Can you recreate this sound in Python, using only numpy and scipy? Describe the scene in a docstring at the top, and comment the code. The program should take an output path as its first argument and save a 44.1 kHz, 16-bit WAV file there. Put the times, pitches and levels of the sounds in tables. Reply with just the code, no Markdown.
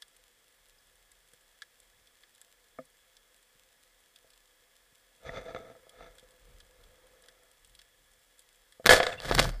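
"""Snapping shrimp crackle over a ringing sea wash, then a speargun cracks, scrapes and clatters.
The gun is carried over a rocky sea bed, heard from a camera in a waterproof housing.
Random clicks and noise through resonances make the reef and the rubbing, knocking glove.
The trigger release is two bare pulses; dense clicks scrape the shaft down the barrel and run out the line.
Scattered blows clatter on the gun, unsteady gliding sines squeak and chirp, a low sine flaps as loose bands.
"""
import sys
import numpy as np
from scipy import signal
from scipy.fft import rfft, irfft
from scipy.io import wavfile
from scipy.ndimage import uniform_filter1d

SR = 44100
rng = np.random.default_rng(int(sys.argv[2]) if len(sys.argv) > 2 else 0)


def digitize_waveform(pressure):
    """Quantize a signal to 16-bit integers and store it at the path in sys.argv[1].

    Rows of a 2-D input are taken as channels; values are limited to [-1, 1].
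    """
    field = np.atleast_2d(pressure).T
    bounded = np.clip(field, -1, 1)
    quanta = np.round(bounded * 32767).astype(np.int16)
    wavfile.write(sys.argv[1], SR, quanta)


N = 423351
TIME = np.arange(N) / SR

# Levels in the tables stand before any trim or share in the functions. A rise is the time to climb 30 dB.

# Resonances of the camera housing. Each row: frequency in Hz, width in Hz, level over the direct sound in dB.
HOUSING = [(508.2, 43, 12.5), (680, 21, 4.5), (1290, 250, -5.5), (1713, 70, 11), (2000, 370, 3),
           (3330, 218, 9.5), (4960, 410, -5), (7770, 610, -1), (8970, 320, -4)]
# Resonances of barrel and shaft. Each row: frequency in Hz, width in Hz, level over the direct sound in dB.
GUN = [(281, 25, -2), (453, 18, 8), (508, 20, 13), (580, 20, 2), (637, 20, 10), (683, 22, 11), (730, 8, 8),
       (1233, 26, 2), (1484, 45, 6), (1664, 26, 5), (1714, 22, 12), (2050, 90, 1), (3436, 30, 3),
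       (3589, 20, 1), (3738, 22, 2), (3985, 35, 3), (4440, 100, -2), (4880, 30, 0)]
# Resonances of handle and camera mount. Each row: frequency in Hz, width in Hz, level in dB.
MOUNT = [(124, 83, -4.5), (260, 120, -7.5), (512, 46, 11.5), (653, 43, 11), (885, 33, -5), (1295, 116, 6.5),
         (1684, 130, 1.5), (2050, 140, 1), (3460, 165, 3), (4560, 470, -14), (5900, 300, -4.5)]

# Spectral colour of the sea's wash. Each row: frequency in Hz, level in dB.
SEA_COLOUR = [(12, -31), (26, 11), (37, 21), (55, -1.5), (130, -2.5), (300, 0), (900, 2), (2500, 0),
              (6000, -3), (11000, -3.5), (13000, -10), (16000, -6)]
# Spectral colour of the rubbing glove. Each row: frequency in Hz, level in dB.
RUB_COLOUR = [(25, 6.5), (400, 8), (2200, -0.5), (2750, -5), (3500, -3.5), (6400, -11), (7500, -15),
              (15000, -36)]
# Spectral colour of moving water. Each row: frequency in Hz, level in dB.
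FLOW_COLOUR = [(12, -38), (26, -8.5), (38, 1.5), (60, -10.5), (130, -19), (300, -33.5), (800, -42)]
# Spectral colour of the lightly sliding hand. Each row: frequency in Hz, level in dB.
SLIDE_COLOUR = [(200, -8), (400, -5), (510, 1), (640, -6.5), (950, -8), (1400, -8.5), (1750, -13.5),
                (2200, -13), (3000, -18), (8000, -40)]
# Spectral colour of dull bumps. Each row: frequency in Hz, level in dB.
KNOCK_COLOUR = [(30, 13), (150, 5), (1000, -0.5), (2200, -7), (3000, -8.5), (7000, -18), (15000, -22)]
# Spectral colour of hard blows. Each row: frequency in Hz, level in dB.
CLACK_COLOUR = [(25, -6), (130, -5.5), (350, -0.5), (900, -0.5), (1500, 0.5), (2600, -3.5), (4500, 0),
                (6500, -9), (10500, -9), (15000, -14)]
# Spectral colour of scraping. Each row: frequency in Hz, level in dB.
SCRAPE_COLOUR = [(25, 8.5), (130, -3), (350, -6.5), (600, 6.5), (950, -1.5), (1500, 2), (2600, -7),
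                 (3400, -4), (4500, -3), (6200, -8.5), (10500, -22), (13000, -31), (15500, -50)]
# Spectral colour of the recoil shudder. Each row: frequency in Hz, level in dB.
JOLT_COLOUR = [(20, -6), (60, -3), (128, 3), (190, -5.5), (400, -15.5), (900, -38.5)]

# The nearest shrimp. Each row: start in seconds, level in dB, bass and treble in dB against that level.
SNAPS = [(0.0214, -38.5, -5, -9.5), (1.1166, -59, 1, 5), (1.3344, -57, -1, 3), (1.62, -35.5, -1, -17),
         (1.8015, -58, -13, 6.5), (2.0722, -55.5, -15, -6), (2.2347, -50.5, -0.5, -17),
         (2.3491, -58.5, -8, 2), (2.4142, -55, -1.5, 9), (3.1677, -48.5, -10, -9), (4.1597, -47, -24, -8.5),
         (4.3034, -54, -18, -4), (4.334, -57, -19, -5), (5.894, -49.5, -17, -2), (6.1833, -49, -2.5, -5.5),
         (6.1953, -50, -20, -8), (6.3076, -57, -13, -1.5), (6.6024, -48.5, -5, -8), (6.8384, -52, -19, -12),
         (7.2386, -52, -4, -18), (7.2848, -45.5, -4, -8.5), (7.647, -53.5, -18, 1.5),
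         (7.7505, -49, -25, -4), (7.7912, -45, -7, -13), (7.816, -52.5, 0, -5), (8.3928, -53.5, -8, 5),
         (8.7231, -51, -2.5, -6)]
# The rest of the colony, at random: mean and spread of level, bass and treble (both against level), in dB.
COLONY_MEAN_DB, COLONY_SPREAD_DB, COLONY_COUNT = (-65, -8, 4.5), (1.5, 4, 2.2), 44

# Glove strokes. Each row: full pressure in seconds, level in dB, rise in s, hold in s, extra rasp in dB.
GLOVE = [(5.263, -45.5, 0.057, .005, 5.5), (5.344, -40, 0.14, 0.036, 1), (5.466, -43.5, .09, 0.036, -1),
         (5.549, -41.5, .01, .02, -5), (5.634, -50.5, .06, .07, -3.5), (6.02, -51.5, 0.19, 0.024, 4),
         (7.27, -76, 0.54, .22, 10)]
GLOVE_FALL_DB_PER_S = 215
# The hand sliding along the gun: full pressure in seconds, level in dB, rise in s, hold in s, fall in dB/s.
HAND = (5.5, -67, 0.1, 1.65, 31)
# Surges of water as the diver moves. Each row: full flow in seconds, level in dB, rise in s, hold in s.
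SURGES = [(0.8, -75.5, .8, 0.44), (1.95, -72.5, .6, .06), (5.26, -47, 0.074, 0.052), (6.02, -59.5, .2, .03),
          (6.502, -57, .45, .06), (6.8, -61, .2, 0.088), (7.658, -64.5, 0.22, .07), (8.0, -70, .3, .1)]
SURGE_FALL_DB_PER_S, STILL_WATER_DB = 85, -81
# Dull bumps of hand and gear. Each row: start in seconds, peak in dB, decay in s, low and top edge in Hz.
KNOCKS = [(1.335, -58, .006, 80, 400), (3.555, -61, 0.0074, 90, 250), (4.245, -54, 0.034, 120, 754),
          (4.925, -60, .01, 80, 253), (5.2931, -28.5, 0.0037, 50, 2500), (5.548, -24.5, 0.0025, 99, 5000),
          (5.563, -31.5, .003, 300, 7000), (5.752, -46.5, 0.0042, 200, 1480),
          (5.868, -48, 0.0096, 300, 1000), (6.008, -40, .003, 500, 3500), (6.228, -51.5, 0.013, 80, 494),
          (8.798, -37, 0.004, 60, 700)]

# Short squeaks and chirps, of wet rubber or a small bubble.
# Each row: start in seconds, peak in dB, length in s, starting and final pitch in Hz.
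SQUEAKS = [(0.782, -60, 0.011, 5100, 5000), (5.29, -33, 0.0085, 2100, 1690),
           (9.121, -35.5, .012, 3700, 3370), (9.123, -39, .014, 2700, 2480),
           (9.169, -45, 0.035, 2680, 2820), (9.171, -49, 0.024, 3480, 3580),
           (9.185, -43, 0.0092, 2860, 2680)]
# Slack bands swinging: full swing in seconds, level in dB, rise in s, hold in s, fall in dB/s.
SWING = (9.34, -32, 0.15, .15, 55)
SWING_HZ = 38.1

# The gun bonking on the mount: start in seconds, peak in dB.
BONK = (2.7865, -32.5)
# Modes of the bonk. Each row: frequency in Hz, level in dB, time to die by 60 dB in s.
BONK_MODES = [(152, -17.5, 0.13), (258, -6, 0.092), (520, -3, 0.095), (643, 2.5, .05), (1233, -0.5, 0.033),
              (1300, -4, .025), (1760, -6.5, .025), (2160, -3.5, 0.017)]

# Shaft, bands and line striking the gun.
# Each row: start in seconds, peak in dB, decay in s, top edge in Hz, share of ring from 0 to 1.
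CLACKS = [(8.8445, -38, .006, 2200, 0.7), (8.8567, -17, 0.0025, 5000, 0.6),
          (8.8683, -6, 0.0052, 13000, 0.22), (8.8750, -14.5, 0.0013, 1500, 0.17),
          (8.8924, 0, 0.0031, 3530, 0.7), (8.9092, 0, 0.0059, 2200, 1), (8.9255, -6, 0.0046, 9000, 0.5),
          (8.9324, -7.5, 0.0041, 3500, 0.8), (8.9643, -14.5, 0.0062, 9000, 0),
          (9.0020, -9.5, 0.0053, 2000, 1), (9.0306, -15.5, 0.0027, 4460, 1), (9.0670, -17, 0.0027, 5300, 1),
          (9.2020, -28, 0.0011, 7000, 0.6), (9.2200, -32.5, .004, 12000, 0),
          (9.2480, -28, 0.011, 1980, 0.9), (9.2840, -27, 0.0071, 2500, 0.9), (9.2975, -25, .003, 3500, .4),
          (9.312, -11, 0.00065, 880, 0.17), (9.3140, -16, 0.00062, 1390, 0.04),
          (9.3222, -18, 0.0036, 3000, 0.7), (9.3498, -12, 0.0023, 13800, 0.17),
          (9.3797, -16, 0.0075, 4000, 0.07), (9.3852, -8.5, 0.0011, 2500, 0.1),
          (9.3925, -4, 0.0061, 6200, 0), (9.3978, -7.5, 0.0028, 14000, 0.06),
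          (9.4155, -18, 0.0045, 4000, 0), (9.4535, -21, 0.0026, 1500, 0),
          (9.4920, -26.5, 0.0026, 12000, 0.05)]
# The trigger's double crack. Each row: start in seconds, peak in dB, pulse length in s.
CRACKS = [(8.8614, 6, 0.00012), (8.8619, 7.5, 0.00018)]
# The gun jolting the camera. Each row: full force in seconds, level in dB, rise in s, hold in s.
JOLTS = [(8.858, -37.5, 0.023, 0.112), (9.304, -33.5, 0.098, 0.17)]
JOLT_FALL_DB_PER_S = 340
# The gun trembling in the hand: full force in seconds, level in dB, rise in s, hold in s, fall in dB/s.
TREMBLE = (9, -56.5, .1, .68, 40)

# The bands drive the shaft for DRIVE_S, then it coasts until clear of the muzzle.
LAUNCH_S, DRIVE_S, CLEAR_S = 8.895, .04, 9.14
DRIVE_DB, DRIVE_FALL_DB_PER_S = -12.5, 357
COAST_DB, COAST_FALL_DB_PER_S = -21.5, 66

# The line paying out: full speed in seconds, level in dB, rise in s, hold in s, fall in dB/s.
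LINE = (9.262, -40, .16, 0.2, 175)
# The line jerking taut: time in seconds, level in dB, rise in s, hold in s, fall in dB/s.
# Its negative hold starts the fall before the rise is done.
JERK = (9.398, -26, 0.0427, -0.0128, 430)

# Stereo difference. Each row: frequency in Hz, level in dB against the common sound.
APART = [(30, -50), (70, -32), (140, -27), (500, -34), (1100, -30), (1800, -29), (4500, -22), (9000, -21),
         (15000, -18)]
EDGE_HZ = 15400


def amp(db):
    """Turns decibels into gain."""
    return 10 ** (np.asarray(db) / 20)


def evened(x):
    """Scales a sound to rms 1."""
    return x / np.sqrt(np.mean(x ** 2) + 1e-20)


def at_peak(x, db):
    """Scales a hit so that its strongest millisecond has the height of a sine peaking at db."""
    loudest_power = uniform_filter1d(x ** 2, size=44).max()
    return amp(db) * x / np.sqrt(2 * loudest_power + 1e-20)


def add(mix, s, sound):
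    """Drops a sound into the mix at s seconds."""
    part = mix[round(s * SR):][:len(sound)]
    part += sound[:len(part)]


def band(x, hz, kind, order=2):
    """Shapes a sound with a Butterworth filter."""
    return signal.sosfilt(signal.butter(order, hz, kind, fs=SR, output="sos"), x)


def colour(x, points):
    """Gives a sound a drawn spectrum, with minimum phase so nothing smears ahead of a hit."""
    hz, db = np.transpose(points)
    size = 2 ** 13
    log_hz = np.log(abs(np.fft.fftfreq(size, 1 / SR)) + 1)
    log_gain = np.log(amp(np.interp(log_hz, np.log(hz), db)))
    response = np.exp(np.conj(signal.hilbert(log_gain)))
    taps = np.fft.ifft(response).real[:size // 2]
    return signal.fftconvolve(x, taps)[:len(x)]


def ring(x, modes):
    """Gives only what a set of decaying resonances adds to the direct sound."""
    t = np.arange(SR // 5) / SR
    taps = np.zeros(len(t))
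    for hz, width_hz, db in modes:
        decay = np.exp(-np.pi * width_hz * t)
        taps += amp(db) * 2 * np.pi * width_hz / SR * decay * np.cos(2 * np.pi * hz * t)
    return signal.fftconvolve(x, taps)[:len(x)]


def housed(x):
    """Adds the ringing of the housing to a direct sound."""
    return x + ring(x, HOUSING)


def grains(per_s, spread_db):
    """Scatters random clicks of either sign, a few much larger than the rest."""
    size = amp(spread_db * np.minimum(rng.exponential(1, N), 4))
    sign = rng.choice([-1, 1], N)
    return evened(size * sign * (rng.random(N) < per_s / SR))


def burst(decay_s):
    """Scatters a blow into a quickly dying cluster of pressure spikes."""
    t = np.arange(SR // 6) / SR
    return rng.choice([-1., 1.], len(t)) * np.exp(-t / decay_s)


def blow(decay_s, direct_share):
    """Makes one clean push plus its scatter, sharing the energy between them."""
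    cluster = burst(decay_s)
    push = np.sqrt(direct_share) * signal.unit_impulse(len(cluster))
    return push + np.sqrt(1 - direct_share) * cluster / np.linalg.norm(cluster)


def swell(s, db, rise_s, hold_s, fall_db_per_s):
    """A gain that climbs 30 dB in rise_s to reach db at s, holds, then dies away."""
    early = np.maximum(s - TIME, 0)
    late = np.maximum(TIME - s - hold_s, 0)
    drop_db = 30 * early / rise_s + fall_db_per_s * late
    return amp(db - np.minimum(drop_db, 200))


def waver(per_s, depth_db):
    """A gain that wanders by chance between per_s random points a second."""
    points = rng.standard_normal(2 ** 12)
    return amp(depth_db * np.interp(TIME * per_s, np.arange(len(points)), points))


def sea(wash_db=-68.0, crackle_db=-76):
    """Far shrimp merge into a wash that keeps the housing singing; nearer ones crackle."""
    wash = housed(colour(rng.standard_normal(N), SEA_COLOUR))
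    clicks = grains(per_s=70, spread_db=4.0)
    crackle = signal.oaconvolve(clicks, burst(decay_s=0.0012))[:N]
    crackle = housed(band(crackle, [2200, 11500], "bandpass"))
    return amp(wash_db) * evened(wash) + amp(crackle_db) * evened(crackle)


def shrimp(bass_trim_db=-1, treble_trim_db=2, ring_share=1.7):
    """Each claw snap is smeared over a few milliseconds by the rocks and pings the housing."""
    out = np.zeros(N)
    times = rng.uniform(0, N / SR, COLONY_COUNT)
    levels = COLONY_MEAN_DB + COLONY_SPREAD_DB * rng.standard_normal((COLONY_COUNT, 3))
    colony = np.column_stack([times, levels])
    for s, db, bass_db, treble_db in np.vstack([SNAPS, colony]):
        snap = blow(decay_s=0.0053, direct_share=0.11)
        ping = snap + ring_share * ring(snap, HOUSING)
        bass = band(ping, [1350, 2300], "bandpass")
        middle = band(ping, [2700, 5400], "bandpass")
        treble = band(housed(burst(decay_s=0.003)), [7000, 11500], "bandpass", order=3)
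        add(out, s, at_peak(bass, db + bass_db + bass_trim_db))
        add(out, s, at_peak(middle, db))
        add(out, s, at_peak(treble, db + treble_db + treble_trim_db))
    return out


def rubbing(pressure, trim_db=-1):
    """The glove sticks and slips, shaking handle and mount; each stroke has its own share of rasp."""
    rasp_gain = amp([stroke[-1] for stroke in GLOVE])[:, None]
    rasp = (pressure * rasp_gain).max(0)
    slips = ring(colour(grains(per_s=3500, spread_db=3.5), RUB_COLOUR), MOUNT)
    slips = evened(slips) * waver(per_s=110, depth_db=1.5)
    low = band(slips, 900, "lowpass", order=1)
    return amp(trim_db) * (pressure.max(0) * low + rasp * (slips - low))


def sliding(touch, trim_db=-1):
    """A lightly sliding hand makes dense small slips that ring the housing."""
    slips = evened(housed(colour(grains(per_s=3000, spread_db=2.5), SLIDE_COLOUR)))
    return amp(trim_db) * touch * waver(per_s=14, depth_db=2.1) * slips


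def water(pressure, touch, trim_db=-2, glove_stir_db=-17, hand_stir_db=-5):
    """Movement stirs low turbulence round the housing, over a faint wandering flow."""
    surges = [swell(*surge, SURGE_FALL_DB_PER_S) for surge in SURGES]
    stirred = [amp(glove_stir_db) * pressure.max(0), amp(hand_stir_db) * touch]
    flow = np.max(surges + stirred, axis=0)
    still = amp(STILL_WATER_DB) * waver(per_s=5, depth_db=2.2)
    turbulence = band(colour(rng.standard_normal(N), FLOW_COLOUR), 5000, "lowpass")
    return amp(trim_db) * np.hypot(flow, still) * evened(turbulence)


def knocks(trim_db=-1):
    """Dull bumps of hand and gear are blows heard through the resonances of the mount."""
    out = np.zeros(N)
    for s, db, decay_s, low_hz, top_hz in KNOCKS:
        bump = ring(colour(blow(decay_s, direct_share=0.58), KNOCK_COLOUR), MOUNT)
        bump = band(bump, low_hz, "highpass")
        bump = band(bump, top_hz, "lowpass", order=3)
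        add(out, s, at_peak(bump, db + trim_db))
    return out


def handling():
    """Glove and hand rub the gear, stir the water and bump things."""
    pressure = np.array([swell(*stroke[:4], GLOVE_FALL_DB_PER_S) for stroke in GLOVE])
    touch = swell(*HAND)
    return water(pressure, touch) + rubbing(pressure) + sliding(touch) + knocks()


def squeaks(jitter=0.021):
    """Short squeaks and chirps, of wet rubber or a small bubble, are unsteady gliding sines."""
    out = np.zeros(N)
    for s, db, length_s, start_hz, end_hz in SQUEAKS:
        hz = np.linspace(start_hz, end_hz, int(length_s * SR))
        wobble = evened(uniform_filter1d(rng.standard_normal(SR // 10), size=40))
        hz = hz * (1 + jitter * wobble[:len(hz)])
        tone = np.sin(2 * np.pi * np.cumsum(hz) / SR)
        add(out, s, amp(db) * np.hanning(len(hz)) * tone)
    return out


def bonk(contact_s=0.0027):
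    """The gun softly meets the mount; the contact swells into a few dying modes."""
    t, out = np.arange(SR // 4) / SR, np.zeros(N)
    tone = sum(amp(db - 60 * t / t60) * np.sin(2 * np.pi * hz * t) for hz, db, t60 in BONK_MODES)
    s, db = BONK
    add(out, s, at_peak(tone * (1 - np.exp(-t / contact_s)), db))
    return out


def clacks(trim_db=-1.0):
    """Hard blows on the gun; each sets barrel and housing ringing by its own share."""
    out = np.zeros(N)
    for s, db, decay_s, edge_hz, share in CLACKS:
        hit = band(colour(blow(decay_s, direct_share=0.27), CLACK_COLOUR), edge_hz, "lowpass")
        add(out, s, at_peak(hit + share * ring(hit, HOUSING + GUN), db + trim_db))
    return out


def release(recoil_trim_db=-1):
    """Two bare pressure shocks, and the low shudder of the recoil over a lasting tremble of the gun."""
    jolts = [swell(*jolt, JOLT_FALL_DB_PER_S) for jolt in JOLTS]
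    shudder = np.max(jolts + [swell(*TREMBLE)], axis=0)
    out = amp(recoil_trim_db) * shudder * evened(colour(rng.standard_normal(N), JOLT_COLOUR))
    for s, db, length_s in CRACKS:
        u = np.arange(SR // 200) / SR / length_s
        add(out, s, amp(db) * (1 - u) * np.exp(-u))  # a push, then a weaker suction
    return out


def scrape(force, body_db, treble_db, slips_per_s, spread_db, ring_share, fizz_db, brightening, dulling):
    """Dense tiny impacts on the gun; a harder run is brighter, and as it slows the top fizz fades first."""
    slips = colour(grains(slips_per_s, spread_db), SCRAPE_COLOUR)
    sound = slips + ring_share * ring(slips, HOUSING + GUN)
    body = evened(band(sound, 2530, "lowpass", order=4))
    edge = evened(band(sound, [3000, 8000], "bandpass", order=3))
    fizz = evened(band(sound, 10600, "highpass", order=4))
    speed = force / force.max()
    top_gain = amp(treble_db) * speed ** brightening
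    top = edge + amp(fizz_db) * speed ** dulling * fizz
    return force * (amp(body_db) * body + top_gain * top)


def on_barrel(leave_db_per_s=230):
    """A gain of 1 while the shaft touches the gun, fading as its tail leaves."""
    return swell(LAUNCH_S, 0, .003, CLEAR_S - LAUNCH_S, leave_db_per_s)


def shaft():
    """The shaft scrapes hard under the pull of the bands, then more and more lightly until it is clear."""
    drive = swell(LAUNCH_S, DRIVE_DB, 0.0034, DRIVE_S, DRIVE_FALL_DB_PER_S)
    coast = swell(LAUNCH_S, COAST_DB, .003, 0, COAST_FALL_DB_PER_S)
    coast = coast * on_barrel() * waver(per_s=80, depth_db=2.5)
    driven = scrape(drive, body_db=-4, treble_db=-11, slips_per_s=3000, spread_db=3.5,
                    ring_share=0.62, fizz_db=-6, brightening=.03, dulling=0.17)
    coasting = scrape(coast, body_db=-4, treble_db=-12.5, slips_per_s=1800, spread_db=3.5,
                      ring_share=0.79, fizz_db=-9, brightening=.55, dulling=0.26)
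    return driven + coasting


def zing(shaft_db=-60, muzzle_db=-52):
    """The steel shaft sings thinly until it is clear; the muzzle rings on after the line snaps taut."""
    song = evened(band(rng.standard_normal(N), [6800, 8400], "bandpass", order=3))
    after = evened(band(rng.standard_normal(N), [4400, 5300], "bandpass", order=3))
    muzzle = after * swell(JERK[0], muzzle_db, rise_s=.003, hold_s=0, fall_db_per_s=90)
    return amp(shaft_db) * song * on_barrel(leave_db_per_s=700) + muzzle


def line(tick_db=-51):
    """The line rushes unevenly off the gun, ticking against it, and jerks taut."""
    run = swell(*LINE)
    force = np.hypot(run * waver(per_s=70, depth_db=1.8), swell(*JERK))
    rush = scrape(force, body_db=1, treble_db=1, slips_per_s=2000, spread_db=4,
                  ring_share=0.41, fizz_db=-8.5, brightening=0.66, dulling=.05)
    ticks = signal.oaconvolve(grains(per_s=110, spread_db=3.5), burst(decay_s=.0018))[:N]
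    ticks = band(colour(ticks, CLACK_COLOUR), 1500, "highpass")
    return rush + amp(tick_db) * run / run.max() * evened(ticks)


def bands(trim_db=-1):
    """The released rubber bands flap slowly as a low sine."""
    return amp(trim_db) * swell(*SWING) * evened(np.sin(2 * np.pi * SWING_HZ * TIME))


def scene():
    """Mixes all the sounds, then spreads them over two microphones moving slightly out of phase."""
    mid = sea() + shrimp() + handling() + squeaks() + bonk()
    mid += clacks() + release() + shaft() + zing() + line() + bands()
    hz, db = np.transpose(APART)
    log_hz = np.log(np.fft.rfftfreq(N, 1 / SR) + 1)
    lead = 1j * amp(np.interp(log_hz, np.log(hz), db))  # a quarter turn of phase
    side = irfft(lead * rfft(mid), N)
    return np.array([mid + side, mid - side])


def record(dry, hiss_db=-73.0, own_hiss_db=-84):
    """Adds electronic hiss, shared and per channel, then soft overload and the band limit."""
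    hiss = amp(hiss_db) * rng.standard_normal(N) + amp(own_hiss_db) * rng.standard_normal((2, N))
    loaded = np.tanh(dry + hiss)
    taps = signal.firwin(511, EDGE_HZ, window=("kaiser", 9), fs=SR)
    return signal.oaconvolve(loaded, taps[None], "same")


dry = scene()
out = record(dry)
digitize_waveform(out)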